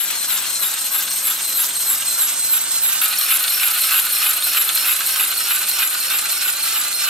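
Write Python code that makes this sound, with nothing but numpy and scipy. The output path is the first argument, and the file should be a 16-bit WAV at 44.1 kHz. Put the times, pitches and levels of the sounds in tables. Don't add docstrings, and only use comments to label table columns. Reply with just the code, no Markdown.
import sys
import numpy as np
from scipy import signal
from scipy.fft import rfft, irfft
from scipy.io import wavfile
from scipy.ndimage import uniform_filter1d, map_coordinates

SR = 44100
rng = np.random.default_rng(int(sys.argv[2]) if len(sys.argv) > 2 else 0)


def store_pcm(level_fs):
    pcm = np.round(np.clip(level_fs, -1, 1) * 32767).astype(np.int16)
    wavfile.write(sys.argv[1], SR, np.atleast_2d(pcm).T)


def elevation(decibels):
    levels = np.asarray(decibels, float)
    return 10 ** (levels / 20)


N = 312669
CHANGE_S = 3.013


def level(x, db):
    return x * elevation(db) / np.sqrt(np.mean(x ** 2))


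def colour(x, points, lo_hz, hi_hz):
    hz = np.maximum(np.fft.rfftfreq(4096, 1 / SR), 5.)
    at_hz, db = np.transpose(points)
    edges = 1 / np.sqrt((1 + (lo_hz / hz) ** 8) * (1 + (hz / hi_hz) ** 8))
    gain = elevation(np.interp(np.log(hz), np.log(at_hz), db)) * edges
    cepstrum = irfft(np.log(gain + 1e-5))
    cepstrum[1:2048] *= 2
    cepstrum[2049:] = 0
    return signal.fftconvolve(x, irfft(np.exp(rfft(cepstrum))))[:N]


def band(x, hz, width_hz):
    edges_hz = [hz - width_hz / 2, hz + width_hz / 2]
    return level(signal.sosfilt(signal.butter(2, edges_hz, "band", fs=SR, output="sos"), x), 0)


def wander(rate):
    hold = max(int(SR / rate), 21)
    steps = rng.standard_normal(N // 20)[np.arange(N) // hold]
    return level(uniform_filter1d(uniform_filter1d(steps, hold), hold), 0)


def bump(place, share, length):
    away = (place - share + .5) % 1 - .5
    return np.exp(-(away / (length / 2)) ** 4)


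def swells(place, events):
    return sum(np.outer(db, bump(place, at, length)) for at, length, *db in events)


def air():
    # (frequency [Hz], level per Hz [dB])
    rumble = [(15, -46), (25, -19), (69, -14), (96, -14.5), (130, -16.5), (186, -9), (355, -4), (452, -9),
              (549, -2.5), (900, -6), (1170, -10), (1980, -120)]
    # (frequency [Hz], level [dB], change in the rear view [dB])
    hums = [
        (48.5, -71.5, 1.5),
        (101, -65, 2),
        (189, -59, -9),
        (256.5, -60, -34),
    ]
    rumble_db = -47
    t = np.arange(N) / SR
    mid, side = (colour(rng.standard_normal(N), rumble, 15, 1070) for _ in range(2))
    side = colour(side, [(25, -14), (50, -10), (100, 7), (250, -3.0), (700, 2.5)], 10, 2000)
    hum = 0
    for hz, db, later_db in hums:
        hum_db = db + 1.5 + later_db * (t > CHANGE_S) + 0.69 * wander(5.13)
        hum = hum + elevation(hum_db) * np.sin(2 * np.pi * hz * t + 0.28 * wander(4.5))
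    return level(mid, rumble_db) + hum + level(side, rumble_db - 8.0) * np.array([[1], [-1]])


def room(x):
    t60_s, room_db = .07, -3
    t = np.arange(SR // 3) / SR
    decay = np.exp(-np.log(1000) * t / t60_s)
    tail = rng.standard_normal((2, len(t))) * decay * (t > .0003)
    tail = tail / np.sqrt(np.sum(tail ** 2, axis=1, keepdims=True))
    paths = [map_coordinates(x, [np.arange(N) - 70 - 24 * wander(4)], order=3) for _ in range(2)]
    return elevation(room_db) * signal.fftconvolve(np.array(paths), tail, axes=1)[:, :N]


def knocks():
    # (time [s], peak level [dB], ring frequency [Hz])
    hits = [(0.3621, -15, 2890), (0.6448, -13, 3520), (0.6807, -24, 3650), (0.9941, -14, 3640),
            (1.1159, -11, 5600), (1.3099, -22, 3120), (1.6247, -20, 2990), (1.7075, -13, 3480),
            (1.7918, -19, 4070), (2.023, -13, 2830), (2.8898, -28, 1460), (2.9207, -30, 4060),
            (3.0145, -25, 1460), (3.05, -11, 3660), (3.1278, -16, 3520), (3.1746, -7, 5500),
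            (3.213, -10, 4180), (3.322, -12, 2620), (3.4408, -6, 4230), (3.48, -6, 3530),
            (3.5023, -15, 4170), (3.5443, -8, 5500), (3.5987, -6, 2650), (3.6336, -5, 2520),
            (3.6745, -22, 2440), (3.8367, -11, 4200), (3.9868, -25, 1410), (4.0683, -11, 1490),
            (4.127, -22, 4100), (4.1976, -21, 5430), (4.3545, -21, 2620), (4.4242, -7, 3710),
            (4.5346, -19, 3120), (4.5705, -22, 2640), (4.6153, -10, 4070), (4.6907, -4, 3400),
            (4.7172, -16, 4150), (4.7496, -15, 3940), (4.775, -7, 4130), (4.8469, -9, 2760),
            (4.883, -18, 2560), (4.9262, -10, 3670), (5.008, -9, 1470), (5.0634, -13, 4000),
            (5.1602, -11, 3080), (5.1975, -11, 2640), (5.239, -10, 3600), (5.3794, -17, 4200),
            (5.471, -15, 2980), (5.6914, -17, 4050), (5.7144, -7, 4130), (5.8202, -22, 2760),
            (6.028, -15, 4190), (6.0831, -19, 4380), (6.1005, -17, 4200), (6.2542, -17, 1500),
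            (6.4901, -16, 1470), (6.6009, -15, 4210), (6.7241, -18, 2670), (6.928, -8, 4160)]
    knock_db, ring_s = -5.5, .0025
    crack_db, crack_s = -1, .0007
    at_s, db, hz = np.transpose(hits)[:, :, None]
    t = np.arange(512) / SR
    crack = rng.standard_normal((len(hits), len(t))) * np.exp(-t / crack_s)
    ring = np.sin(2 * np.pi * hz * t) * np.exp(-t / ring_s)
    out = np.zeros(N + len(t))
    places = (at_s * SR).astype(int) + np.arange(len(t))
    np.add.at(out, places, elevation(db + knock_db) * (ring + elevation(crack_db) * crack))
    return signal.sosfilt(signal.butter(3, [1050, 10000], "band", fs=SR, output="sos"), out[:N])


def snaps(table, turn_s, first_s):
    share, db = np.transpose(table)
    turns = np.arange(-1, N / SR / turn_s)[:, None]
    late, harder = rng.standard_normal((2, len(turns), len(share)))
    at = ((first_s + (turns + share) * turn_s + 0.0014 * late) * SR).astype(int)
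    inside = (at >= 0) & (at < N)
    blows = np.zeros(N)
    blows[at[inside]] = elevation(db + 1.5 * harder)[inside]
    decay = np.exp(-1 / (0.0012 * SR))
    return signal.lfilter([1], [1, -decay], blows) * rng.standard_normal(N) / 3


def rattle(body, rings, blows, frame_db, cam_db, slide_db, leg_db, fine_db):
    happens, sign, size = rng.random((N, 3)).T
    size_db = np.minimum(-3.0 * np.log(size + 1e-9), 10)
    ticks = (happens < 1200 / SR) * np.sign(sign - .5) * elevation(size_db)
    judder = elevation(np.clip(1.6 * wander(90), -4, 4))
    ticks = level(ticks, 0) * judder + blows
    # (level [dB], low edge [Hz], high edge [Hz], rubbing against ticks [dB])
    regions = (
        (0.55 * frame_db, 900, 1900, -1.5),
        (0.47 * cam_db, 1900, 4500, -1.5),
        (slide_db, 4500, 9800, 1.5),
        (leg_db, 9800, 13400, .6),
        (fine_db, 13400, 17000, .6),
    )
    out = 0
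    for db, lo_hz, hi_hz, rub_db in regions:
        rub = elevation(rub_db) * judder * rng.standard_normal(N)
        out = out + colour((ticks + rub) * elevation(db + .4 * wander(20)), body, lo_hz, hi_hz)
    for hz, width_hz, db, frame, cam, leg in rings:
        shaken = ticks + 1.2 * judder * rng.standard_normal(N)
        shake_db = frame * frame_db + cam * cam_db + leg * leg_db
        out = out + elevation(db) * band(shaken * elevation(shake_db), hz, width_hz)
    return out


def whine(tooth_hz, first_db, second_db, third_db, shell_db, beat_db, rough):
    wheel_teeth = 35
    beat = .268
    teeth = np.cumsum(tooth_hz * (1 + .004 * wander(40) + .007 * wander(500))) / SR
    wheel = 2 * np.pi * teeth / wheel_teeth + 0.087 * wander(41)
    swell = np.sin(wheel) - 0.75 * np.sin(2 * wheel)
    # (multiple of the tooth rate, level [dB], throb depth, grit)
    orders = (
        (1, first_db + 3.7, .15, .3),
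        (2, second_db + 2.5, .35, .2 * rough),
        (3, third_db + 3.5, .6, .4),
        (4, third_db - 20, .6, .9),
        (2 + beat, second_db + beat_db[0], .4, .4 * rough),
        (3 - beat, third_db + beat_db[1], .5, .6),
        (3 + beat, third_db + beat_db[2], .5, .5),
    )
    out = elevation(shell_db + 0.5) * band(rng.standard_normal(N), 5430, 390)
    for order, db, depth, grit in orders:
        throb = 1 + depth * swell + .2 * wander(200) + grit * wander(1500)
        out = out + elevation(db + 0.57 * wander(25.11)) * throb * np.sin(2 * np.pi * order * teeth)
    return out


def two_ports(direct, pan_db, lag):
    low, under = (signal.sosfiltfilt(signal.butter(2, hz, fs=SR, output="sos"), direct) for hz in (3400, 10000))
    # (band, share of the bearing, lean to the left [dB])
    bands = ((low, .1, -2), (under - low, .6, -.3), (direct - under, 1.3, 0.7))
    ports = []
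    for side in (1, -1):
        heard = sum(elevation(side * (share * pan_db + lean_db)) * x for x, share, lean_db in bands)
        ports.append(map_coordinates(heard, [np.arange(N) - side * lag / 2], order=3))
    return np.array(ports)


def robot(tones_db, shell_swell_db, grit, mesh, shake, walk, bearing, body, snap, turn_s, first_s,
          rattle_db, rings, speed, slides, beat, beat_db, octave_db):
    free_hz, stall_hz = 4300, 3770
    wet_share = 0.29
    t = np.arange(N) / SR
    place = np.arange(720) / 720
    first, second, shell = tones_db

    tooth_hz = np.interp(place, *np.transpose(speed), period=1)
    load = (free_hz - tooth_hz) / (free_hz - stall_hz)
    first, second, third = np.array([[first], [second], [-40]]) + swells(place, mesh)
    frame, cam, leg = np.array([[-3.1], [-3.1], [-3]]) + swells(place, shake)
    third = third + 14.5 * load
    landing = 4.2 * bump(place, 0.93, 0.038)
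    leg = leg + 5 * load + landing
    slide = -2.5 + swells(place, slides)[0]
    shell = shell + shell_swell_db * bump(place, 0.59, 0.43)
    upper = beat_db[0] + swells(place, beat)[0]

    curves = (tooth_hz, first, second, third, shell, frame, cam, slide, leg, upper, load)
    every_turn = [np.interp((t - first_s) / turn_s, place, curve, period=1) for curve in curves]
    tooth_hz, first, second, third, shell, frame, cam, slide, leg, upper, load = every_turn

    (nearest_s, span_s), *beams = walk
    loss_db = 10 * np.log10(1 + ((t - nearest_s) / span_s) ** 2)
    mid_db, top_db, near_db, fine_db, twice_db = (db - share * loss_db for db, share in beams)

    beats = (upper, beat_db[1] - 8 * load, beat_db[2])
    tones = whine(tooth_hz, first + near_db, second + twice_db + octave_db, third + top_db,
                  shell + near_db, beats, grit)
    parts = rattle(body, rings, snaps(snap, turn_s, first_s), frame, cam,
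                   slide_db=1.26 * slide + mid_db - near_db,
                   leg_db=0.57 * leg + top_db - near_db,
                   fine_db=1.4 * leg + fine_db - near_db)
    direct = tones + elevation(rattle_db + near_db) * parts
    pan_db = bearing[0] + bearing[1] * (t - first_s)
    lag = bearing[2] + bearing[3] * (t - first_s)
    return two_ports(direct, pan_db, lag) + room(direct * elevation(wet_share * loss_db))


def side_view():
    # (frequency [Hz], level per Hz [dB])
    body = [(410, -45), (700, -7), (1150, -4.5), (1520, -1), (1810, -3.5), (2880, -1), (3500, 0),
            (4090, -1.5), (4800, -3.5), (5810, -2), (8250, 1), (9300, -4), (10200, -1), (12500, 2),
            (14100, -7.5), (15600, -15)]
    # (share of turn, tooth rate [Hz])
    speed = [(.0, 3735), (.035, 4024), (.1, 3972), (.14, 4187), (.19, 4074), (.25, 4212), (.35, 4281),
             (.41, 4074), (.5, 4152), (.58, 4108), (.65, 4117), (.685, 4242), (.74, 4093), (.79, 4036),
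             (.825, 3747), (.88, 3725), (.95, 3847), (.985, 3716)]
    # (share of turn, length share, tooth tone [dB], second [dB], third [dB])
    mesh = [(.07, 0.05, 1, 8, 4), (0.161, 0.042, -5, 10, -3), (.22, 0.072, 0.5, 3, 0),
            (.31, 0.09, 3, 5, -16), (.39, 0.081, 6.5, 10.5, 1), (.54, 0.23, 5.5, 8.5, 6.5),
            (.75, 0.15, 5, 7, 11.5), (.89, 0.24, 3.5, 5.5, 2.5), (.01, 0.065, -1, -23, -12)]
    # (share of turn, length share, frame [dB], cam [dB], leg scratch [dB])
    shake = [(.01, 0.031, 4, -2.5, -6), (.05, 0.12, 2, 3.5, 4), (.12, .04, 0, 2, -5),
             (.15, 0.041, 4, 5.5, 6), (.23, 0.09, 2, 5.5, -1.5), (.31, 0.055, 1.5, -3, 5),
             (.47, 0.056, -3, -0.5, -2), (.6, 0.12, -4, -1, -1.5), (.75, 0.12, 2.5, 1, 2.5),
             (.84, 0.062, 6.5, 8, 4), (.95, 0.088, 6, 6, 2.5), (.39, .03, 1, -4, 6),
             (.485, .02, -2, 2.5, 9), (.535, .02, -5, -2, 7.5), (.585, .02, 6.5, 3, -1.5),
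             (.44, .04, -4, -1.5, -3), (.69, .04, 3, -7.5, 3)]
    # (share of turn, level [dB])
    snap = [(.005, 13), (.125, 11), (.16, 14), (.205, 14), (.22, 13), (.4, 10), (.475, 11), (.52, 10),
            (.7, 12), (.725, 11), (.81, 13), (.845, 14), (.955, 16)]
    # (share of turn, length share, level [dB])
    slides = [(.0, 0.024, 6), (.055, 0.076, 3), (.16, .04, 0.5), (.4, 0.44, 2.5), (.6, .1, 2.5),
              (.85, 0.063, -1.5), (.97, 0.025, 2)]
    # (share of turn, length share, level [dB])
    beat = [(.05, .06, 5), (.4, .05, -4.5), (.55, .15, 3), (.88, .2, -1.5)]
    # (frequency [Hz], width [Hz], level [dB], share of frame shake, of cam shake, of leg scratch)
    rings = [
        (1505, 240, -24, 1, 0.59, 0),
        (1320, 160, -41, 0.9, 0, 0),
        (2890, 190, -28, 0, 1.5, 0.25),
        (3520, 380, -29, 0.42, 1.4, 0),
    ]
    # (level nearest [dB], share of loss)
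    walk = [
        (2.64, 1.2),
        (0.76, 0.37),
        (0.4, 1.03),
        (1.16, 0.033),
        (1.6, 0.21),
        (2.4, 0.88),
    ]
    bearing = (4, -2, -1.71, 1.32)
    return robot((-42.5, -37, -53), 8.5, 1.4, mesh, shake, walk, bearing, body, snap,
                 turn_s=.31637, first_s=.06, rattle_db=-23.5, rings=rings, speed=speed, slides=slides,
                 beat=beat, beat_db=(-8, -6, -5.5), octave_db=1.0)


def rear_view():
    # (frequency [Hz], level per Hz [dB])
    body = [(410, -46), (700, -6), (980, -10.5), (1350, 1), (1950, -3), (2700, 0), (3400, -1), (4150, -1.5),
            (4800, -5), (6100, -9.5), (7000, -5), (9000, -6.5), (10500, -3.5), (12600, -3), (14200, -10.5),
            (15600, -18.5)]
    # (share of turn, tooth rate [Hz])
    speed = [(.01, 3640), (.04, 4093), (.11, 4055), (.155, 4168), (.2, 4080), (.28, 4330), (.36, 4350),
             (.41, 4108), (.46, 4195), (.57, 4190), (.66, 4343), (.73, 4190), (.78, 4113), (.825, 3803),
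             (.89, 3797), (.96, 3849), (.985, 3686)]
    # (share of turn, length share, tooth tone [dB], second [dB], third [dB])
    mesh = [(.07, 0.028, 1.5, -0.5, 6.5), (.165, 0.035, 8, -7, 8.5), (.225, 0.058, 8.5, 2, -9),
            (.32, .1, 2, 5.5, -4), (0.402, 0.064, 10.5, 6, 3), (.47, 0.053, 3.5, -1, 1),
            (.52, .17, 6, 4.5, 5), (.73, 0.22, 5.5, 0.5, 2), (.89, 0.27, 0, 3.5, 1.5),
            (.01, 0.032, -7, -4, -29)]
    # (share of turn, length share, frame [dB], cam [dB], leg scratch [dB])
    shake = [(.01, 0.054, 6, 6.5, -11), (.05, 0.18, -0.5, -2, -0.5), (.115, .035, 2, 1.5, -2.5),
             (.15, 0.029, 2, 5, 3.5), (0.217, 0.055, 5.5, 7.5, -3.5), (.31, .08, -1.5, 2.5, 4.5),
             (.38, 0.052, -2.5, -7, 3.5), (.45, 0.11, 0.5, 2.5, 4.5), (.54, 0.12, -1.5, 4, 0.5),
             (.64, 0.028, 5, 5.5, 7.5), (0.732, 0.1, 3.5, 6, -0.5), (0.829, 0.078, 8.5, 10, 1.5),
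             (.93, .1, 3.5, 6, 0.5), (.395, .035, -2, 0.5, 3.5), (.485, 0.022, 6.5, -3.5, -2),
             (.53, .02, 1, 1, 4), (.58, .02, -1, -6.5, 5.5), (.445, 0.034, -8.5, -4.5, -13),
             (.74, 0.11, 2.5, 1.5, 6.5)]
    # (share of turn, level [dB])
    snap = [(.05, 10), (.125, 11), (.148, 11), (.195, 15), (.208, 15), (.245, 13), (.35, 11), (.38, 12),
            (.466, 14), (.52, 11), (.56, 10), (.594, 10), (.698, 16), (.75, 14), (.786, 12), (.814, 16),
            (.84, 15), (.95, 16), (.975, 13)]
    # (share of turn, length share, level [dB])
    slides = [(.06, 0.035, 2), (.2, 0.012, 6.5), (.235, 0.015, 3.1), (.335, 0.088, 2.6), (.47, 0.034, 2.8),
              (.59, .1, 2), (.7, .03, 5.4), (.98, 0.015, 6.9)]
    # (share of turn, length share, level [dB])
    beat = [(.05, 0.064, 14), (.15, .06, 6), (.52, 0.24, 4.5), (.77, .1, 5), (.9, 0.23, -24)]
    # (frequency [Hz], width [Hz], level [dB], share of frame shake, of cam shake, of leg scratch)
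    rings = [
        (1490, 140, -20, 0.86, 0.5, 0),
        (1340, 130, -24, 1.4, 0.5, 0),
        (2730, 460, -17.5, 0.32, 1.5, 0.62),
        (2955, 240, -25, 0, 1.5, 0.8),
        (3500, 220, -26.5, 0, 0.5, 0),
        (11600, 330, -20.5, 0.24, -3, .6),
    ]
    # (level nearest [dB], share of loss)
    walk = [
        (4, 1.55),
        (1.1, -0.0039),
        (3, 0.96),
        (0.5, 0.38),
        (4, 0.28),
        (1, 0.31),
    ]
    bearing = (.2, -0.35, -0.62, 0.53)
    return robot((-39, -40, -48), 15, 3, mesh, shake, walk, bearing, body, snap,
                 turn_s=.31298, first_s=3.065, rattle_db=-19.5, rings=rings, speed=speed, slides=slides,
                 beat=beat, beat_db=(-3, -1, -4.5), octave_db=3.5)


def scene():
    side, rear = side_view(), rear_view()
    knock = knocks()
    change = np.clip((np.arange(N) / SR - CHANGE_S) / .004, 0, 1)
    walker = side * (1 - change) + rear * change
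    return walker + knock + elevation(-4) * room(knock) + air()


def top_cut(x):
    return signal.sosfilt(signal.butter(12, 15740, fs=SR, output="sos"), x)


def record(dry):
    top_hz = 15700
    rounded = np.tanh(dry)
    mix = signal.sosfilt(signal.ellip(8, .3, 60, top_hz, fs=SR, output="sos"), rounded)
    return top_cut(mix)


dry = scene()
out = record(dry)
store_pcm(out)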